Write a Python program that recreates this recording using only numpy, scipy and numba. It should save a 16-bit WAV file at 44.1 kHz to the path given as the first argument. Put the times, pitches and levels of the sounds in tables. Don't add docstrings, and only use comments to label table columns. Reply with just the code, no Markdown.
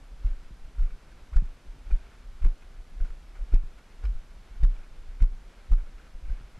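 import sys
import numpy as np
from scipy import signal
from scipy.fft import rfft, irfft
from scipy.io import wavfile
from scipy.ndimage import uniform_filter1d
from numba import njit

SR = 44100
rng = np.random.default_rng(int(sys.argv[2]) if len(sys.argv) > 2 else 0)


def file_out(sig):
    cols = np.atleast_2d(sig).T
    lim = np.clip(cols, -1, 1)
    pcm = np.round(lim * 32767).astype(np.int16)
    wavfile.write(sys.argv[1], SR, pcm)


N = 290927
TIME_S = np.arange(N) / SR

# time of the first swing in seconds, peak in dB, direction, swing in Hz,
# t60 in s, rise in ms, wind-up in dB relative to the swing, wind-up lead in ms.
FOOTFALLS = [(.253, -16, "+", 34.3, 0.089, 12.4, -37, 20), (0.8, -17, "-", 30.1, 0.26, 22, -6, 12),
             (1.369, -6.8, "-", 27.5, .125, 15, -24, 24), (1.931, -12, "-", 26.2, 0.071, 36, -18, 59.4),
             (2.4497, -8, "-", 26, .17, 11, -13, 28), (3.015, -16.5, "-", 24.6, 0.091, 39, -15.5, 44),
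             (3.546, -6.5, "-", 27, .16, 14, -10.5, 16), (4.043, -18.5, "+", 46, 0.19, 14, -19, 20),
             (4.6364, -5.8, "-", 31, .23, 9, -16.6, 28), (5.2268, -7.3, "-", 29.3, .133, 15, -10.3, 13),
             (5.721, -8.1, "-", 28.5, .2, 13, -18, 12), (6.309, -16.5, "-", 28.7, 0.057, 56, -17, 76)]


def undb(db):
    return 10 ** (np.asarray(db) / 20)


def level(x, db):
    return x * undb(db) / np.sqrt(np.mean(x ** 2))


def band(x, hz, width_hz):
    return signal.lfilter(*signal.iirpeak(hz, hz / width_hz, fs=SR), x)


def low(x, hz):
    return signal.lfilter(*signal.butter(2, hz, fs=SR), x)


def add(out, sound, start_s):
    i = max(int(start_s * SR), 0)
    out[i:i + len(sound)] += sound[:N - i]


def colour(table, hz):
    at_hz, db = np.transpose(table)
    return undb(np.interp(np.log(hz + 1), np.log(at_hz), db))


def grains(rate_hz, spread_db):
    chance = rng.random((3, N))
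    struck = chance[0] < rate_hz / SR
    size = undb(-spread_db * np.log(1 - .995 * chance[1]))
    return level(struck * size * np.sign(chance[2] - .5), 0)


def mount():
    # time of the first swing in seconds, peak in dB, direction, swing in Hz.
    jolts = [(0.312, -21.5, "+", 23), (0.37, -36, "-", 19), (.465, -37, "-", 17), (0.522, -42, "-", 34),
             (0.624, -33.5, "-", 18.6), (0.656, -36, "-", 37), (0.841, -16.5, "-", 26.7),
             (0.929, -29.5, "-", 20.4), (1.324, -29, "+", 56), (1.444, -24, "+", 24.6),
             (1.686, -30.5, "-", 29.6), (1.882, -38, "+", 42), (1.911, -26, "-", 24),
             (2.358, -32, "-", 24.6), (3.109, -28, "-", 21), (3.4, -30, "-", 22), (3.418, -25, "+", 34),
             (3.64, -24, "-", 19.6), (4.097, -24.5, "-", 37), (4.161, -23, "-", 19), (4.383, -42, "-", 28),
             (4.515, -35, "+", 33), (4.571, -32, "+", 23), (4.79, -29, "+", 21.7), (4.98, -38.5, "+", 32),
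             (5.028, -34.5, "+", 27), (5.094, -30, "-", 28.6), (5.324, -27.5, "-", 23),
             (5.692, -30.5, "+", 42), (5.842, -29, "-", 18), (6.156, -30, "-", 20.4), (6.25, -28, "+", 23),
             (6.292, -23.5, "-", 24.3), (6.368, -33, "-", 19.8)]
    jolt_t60_s, jolt_rise_ms = .17, 8.2
    wind_up_hz, wind_up_t60_s, wind_up_rise_ms = 34.42, .13, 11

    pushes = [(*jolt, jolt_t60_s, jolt_rise_ms) for jolt in jolts]
    for s, db, direction, hz, t60_s, rise_ms, wind_up_db, lead_ms in FOOTFALLS:
        opposite = "+" if direction == "-" else "-"
        pushes.append((s, db, direction, hz, t60_s, rise_ms))
        pushes.append((s - lead_ms / 1000, db + wind_up_db, opposite,
                       wind_up_hz, wind_up_t60_s, wind_up_rise_ms))

    out, t = np.zeros(N), TIME_S[:SR // 2]
    for s, db, direction, hz, t60_s, rise_ms in pushes:
        rise = (1 - np.exp(-1000 * t / rise_ms)) ** 2
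        swing = np.sin(2 * np.pi * hz * t) * rise * 1000 ** (-t / t60_s)
        first_peak_s = np.argmax(swing[:int(SR / hz / 2)]) / SR
        sign = 1 if direction == "+" else -1
        add(out, sign * undb(db) * swing / np.abs(swing).max(), s - first_peak_s)
    return out


def sway(sway_db):
    surge_db = 3.0 * level(low(rng.standard_normal(N), 7), 0) - 2.0
    tremble = low(low(band(rng.standard_normal(N), 30, 27), 46), 60)
    return level(tremble, 0) * undb(sway_db + surge_db)


def weight():
    load_s, unload_s = .036, .083
    late_s = TIME_S - np.array([[step[0]] for step in FOOTFALLS])
    return np.exp(-np.where(late_s < 0, -late_s / load_s, late_s / unload_s)).max(axis=0)


def knocks():
    # start in seconds, peak in dB, pitch favoured by the spot struck in Hz.
    strikes = [(0.256, -40, 110), (0.507, -41.5, 153), (.652, -50, 129), (0.815, -48, 190),
               (1.367, -38, 117), (1.371, -41, 182), (1.422, -27.5, 153), (1.762, -48, 135),
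               (1.907, -48, 130), (1.91, -40, 300), (2.445, -40.5, 115), (2.456, -35, 297),
               (2.459, -40.5, 165), (2.476, -38, 132), (2.842, -54, 150), (3.042, -45, 190),
               (3.5376, -25.5, 271), (3.541, -29, 118), (3.636, -40, 118), (4.04, -50, 290),
               (4.061, -52, 118), (4.092, -46, 125), (4.154, -46.5, 125), (4.615, -48, 170),
               (4.632, -34.5, 126.6), (4.634, -35.5, 165), (5.222, -37.5, 112), (5.706, -45, 181),
               (5.718, -41, 124), (6.152, -49, 161), (6.407, -43.5, 130), (6.577, -44, 125)]
    # pitch in Hz, relative level in dB, t60 in s.
    shell_modes = [(118, 0, 0.066), (132, 1.5, 0.032), (164.4, -6, 0.052), (296, 1.5, 0.012)]
    spot_db_per_octave = 21

    out, t = np.zeros(N), TIME_S[:SR // 8]
    rise = 1 - np.exp(-t / .0022)
    for s, db, spot_hz in strikes:
        ring = np.zeros(len(t))
        for hz, mode_db, t60_s in shell_modes:
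            mode_gain = undb(mode_db - spot_db_per_octave * abs(np.log2(hz / spot_hz)))
            ring += mode_gain * np.sin(2 * np.pi * hz * t) * 1000 ** (-t / t60_s)
        ring *= rise
        add(out, -undb(db) * ring / np.abs(ring).max(), s)
    return out


def rumble(load):
    return load * level(band(rng.standard_normal(N), 210, width_hz=210), -59)


def gravel(trickle_db):
    # start in seconds, relative level in dB,
    # decay time constant in ms, treble drive relative to the dull drive in dB.
    crunches = [(.2623, -62, 44, -25), (.781, -61, 12, -22), (.822, -56, 12, -23), (0.862, -61, 9.1, -22),
                (.9038, -56, 8.6, -24), (1.33, -53, 34, -23), (1.361, -48, 13, -18), (1.8634, -59, 9, -27),
                (1.9, -59, 10, -25), (1.909, -46.5, 8.9, -24.5), (2.418, -54.5, 24, -21),
                (2.445, -45, 13, -24), (2.6224, -61, 12, -18), (3.001, -56, 9.8, -22),
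                (3.043, -56, 30, -20), (3.103, -51, 3.9, -22), (3.353, -54, 16, -22),
                (3.519, -56.5, 56, -25), (3.7793, -55, 15, -21), (4.027, -62, 11, -30),
                (4.036, -51.5, 18, -20.5), (4.051, -45.5, 4.1, -22), (4.627, -54, 10.4, -24),
                (4.635, -46, 3.5, -11), (4.753, -61, 33, -20), (4.8, -65, 17, -18), (4.845, -71, 70, -21),
                (5.203, -52, 6.5, -33), (5.216, -51, 26, -18), (5.716, -50, 7.3, -14.5),
                (5.733, -54, 12, -25), (5.7773, -60, 25, -20), (5.86, -63, 32, -21), (5.98, -63, 27, -25),
                (6.2894, -75, 12, -12)]
    # centre in Hz, width in Hz, relative level in dB.
    housing_modes = [(1380, 290, 0), (2180, 250, -6.5), (2980, 2300, -22.5), (790, 1800, -5.5),
                     (353, 410, -1), (5300, 1400, -15.5)]

    flicker_db = 1.6 * level(low(rng.standard_normal(N), 3.7), 0)
    dull, bright, t = undb(trickle_db + flicker_db), np.zeros(N), TIME_S[:SR // 8]
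    for s, db, decay_ms, bright_db in crunches:
        burst = (1 - np.exp(-t / .0015)) * np.exp(-1000 * t / decay_ms)
        add(dull, undb(db) * burst, s)
        add(bright, undb(db + bright_db) * burst, s)

    clicks = grains(5000, spread_db=3.0)
    dull_clicks = dull * clicks
    rings = sum(undb(db) * band(dull_clicks, hz, width_hz) for hz, width_hz, db in housing_modes)
    treble = band(band(bright * clicks, 3100, 6200), 3900, 6200)
    return undb(8.5) * low(rings, 3500) + undb(19) * treble


def short_rings():
    # start in seconds, peak of the envelope in dB, pitch in Hz.
    pitched = [(0.782, -53, 1410), (.793, -52, 1400), (.821, -54, 1280), (.829, -55, 1610),
               (.832, -58, 2050), (0.875, -55, 1150), (.904, -56, 1420), (1.12, -54, 1560),
               (1.3298, -51, 1130), (1.331, -55, 720), (1.338, -56, 1440), (1.344, -49, 1440),
               (1.348, -62, 2410), (1.356, -64, 2340), (1.367, -59, 4530), (1.367, -41, 1380),
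               (1.367, -48, 900), (1.381, -47, 1760), (1.395, -55, 2460), (1.423, -66, 2490),
               (1.903, -50, 750), (1.9105, -50, 2420), (1.912, -51, 1360), (1.919, -57, 2400),
               (2.455, -56, 2280), (2.479, -56, 2500), (2.623, -57, 2480), (3.003, -50, 1500),
               (3.054, -53, 1470), (3.356, -56, 1390), (3.39, -51, 560), (3.527, -51, 1390),
               (3.539, -53, 627), (3.5428, -52.5, 2570), (3.543, -53, 5150), (3.5425, -59, 7700),
               (3.55, -57, 3830), (3.552, -48.5, 2360), (3.572, -54, 2500), (4.03, -54, 1460),
               (4.036, -51, 844), (4.041, -47, 1420), (4.042, -58, 4620), (4.0532, -50, 2360),
               (4.051, -58, 5120), (4.052, -50, 1480), (4.054, -50, 1140), (4.054, -57, 4090),
               (4.057, -54, 3010), (4.557, -54, 1500), (4.633, -48, 725), (4.6354, -43, 1880),
               (4.636, -51, 3720), (4.648, -46, 1590), (4.765, -56, 2300), (4.833, -56.5, 2450),
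               (5.203, -48.5, 1440), (5.2049, -52, 2210), (5.225, -51, 5570), (5.225, -53, 2600),
               (5.7195, -42.5, 970), (5.72, -52, 560), (5.72, -49.5, 1250), (5.721, -57, 2060),
               (5.734, -46.5, 960), (5.749, -54, 1390), (5.788, -54, 1550), (5.798, -55, 1540),
               (5.804, -58, 2260), (5.997, -52.5, 1530), (6.285, -57, 2320), (6.298, -53, 1500),
               (6.556, -58, 2080)]
    rise_ms, t60_ms = .4, 29

    out, t = np.zeros(N), TIME_S[:SR // 16]
    ms = 1000 * t
    shape = (1 - np.exp(-ms / rise_ms)) * 1000 ** (-ms / t60_ms)
    shape /= shape.max()
    for (s, db, hz), phase_turns in zip(pitched, rng.random(len(pitched))):
        add(out, undb(db) * shape * np.sin(2 * np.pi * (hz * t + phase_turns)), s)
    return out


def hiss():
    # frequency in Hz, relative density in dB per Hz.
    mid_spectrum = [(60, -20.5), (114, -16), (438, -26), (1180, -30.5), (2350, -35), (5000, -40),
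                    (10700, -48.5), (13300, -48)]
    # frequency in Hz, side relative to mid in dB.
    side_spectrum = [(100, -49), (200, -34.5), (350, -25.5), (700, -21.5), (1400, -22.5), (2800, -13),
                     (5000, -11), (9000, -8.5), (11000, -18)]

    hz = np.fft.rfftfreq(N, 1 / SR)
    bass_cut = np.minimum(hz / 60, 1) ** 2
    mid, side = rfft(rng.standard_normal((2, N))) * colour(mid_spectrum, hz) * bass_cut
    side = side * colour(side_spectrum, hz)
    return level(irfft(np.array([mid + side, mid - side]), N), -59)


def scene():
    # time in seconds, relative level of the stone trickle in dB,
    # relative level of the sway in dB.
    s, *columns = np.transpose([(0, -67.5, -41.5), (.55, -67, -43.5), (1.1, -66, -43.5), (1.65, -67, -44.5),
                                (2.2, -63.5, -43.5), (2.8, -67.5, -45), (3.3, -65.5, -44),
                                (3.85, -66, -43.5), (4.4, -65.5, -49), (4.95, -65, -45.5),
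                                (5.451, -64.5, -46.5), (6.0, -66, -46.5), (6.6, -63, -43)])
    trickle_db, sway_db = (np.interp(TIME_S, s, column) for column in columns)
    load = weight()
    loaded_trickle_db, loaded_sway_db = .5, 8

    body = mount() + sway(sway_db + loaded_sway_db * load) + knocks() + rumble(load)
    crunch = gravel(trickle_db + loaded_trickle_db * load)
    return body + crunch + short_rings() + hiss()


@njit
def limiter(peak, top, step, attack, hold, release):
    gain, down, wait, due = np.empty(len(peak)), 0., 0., 0.
    for i in range(len(peak)):
        over = peak[i] * step ** down / top
        if over > 1:
            due, wait = due + over ** 3 / attack[i], hold
            if due > 1:
                down, due = down + 1, 0.
        wait -= 1
        if wait < 0 and down > 0:
            down, wait = down - 1, release[i]
        gain[i] = step ** down
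    return gain


def record(dry):
    top, step_db = .27, -.45
    attack_s, release_s, holds_s = .0012, .007, (.0088, .0062)
    seen = np.roll(np.abs(dry), int(.0015 * SR), axis=1)
    jitter = uniform_filter1d(rng.standard_normal((2, N)), 25, axis=1) * np.sqrt(25)
    pace = SR * (1 + .16 * jitter)
    gain = [limiter(x, top, float(undb(step_db)), attack_s * p, hold_s * SR, release_s * p)
            for x, p, hold_s in zip(seen, pace, holds_s)]
    gain = uniform_filter1d(gain, size=3, axis=1)

    offset = np.array([[-.017], [.017]])
    thud = signal.lfilter(*signal.butter(1, 18, "high", fs=SR), (gain - 1) * offset)
    drooped = signal.sosfilt(signal.butter(8, 12200, fs=SR, output="sos"), gain * dry + thud)
    return signal.sosfilt(signal.ellip(8, .2, 70, 14600, fs=SR, output="sos"), drooped)


dry = scene()
out = record(dry)
file_out(out)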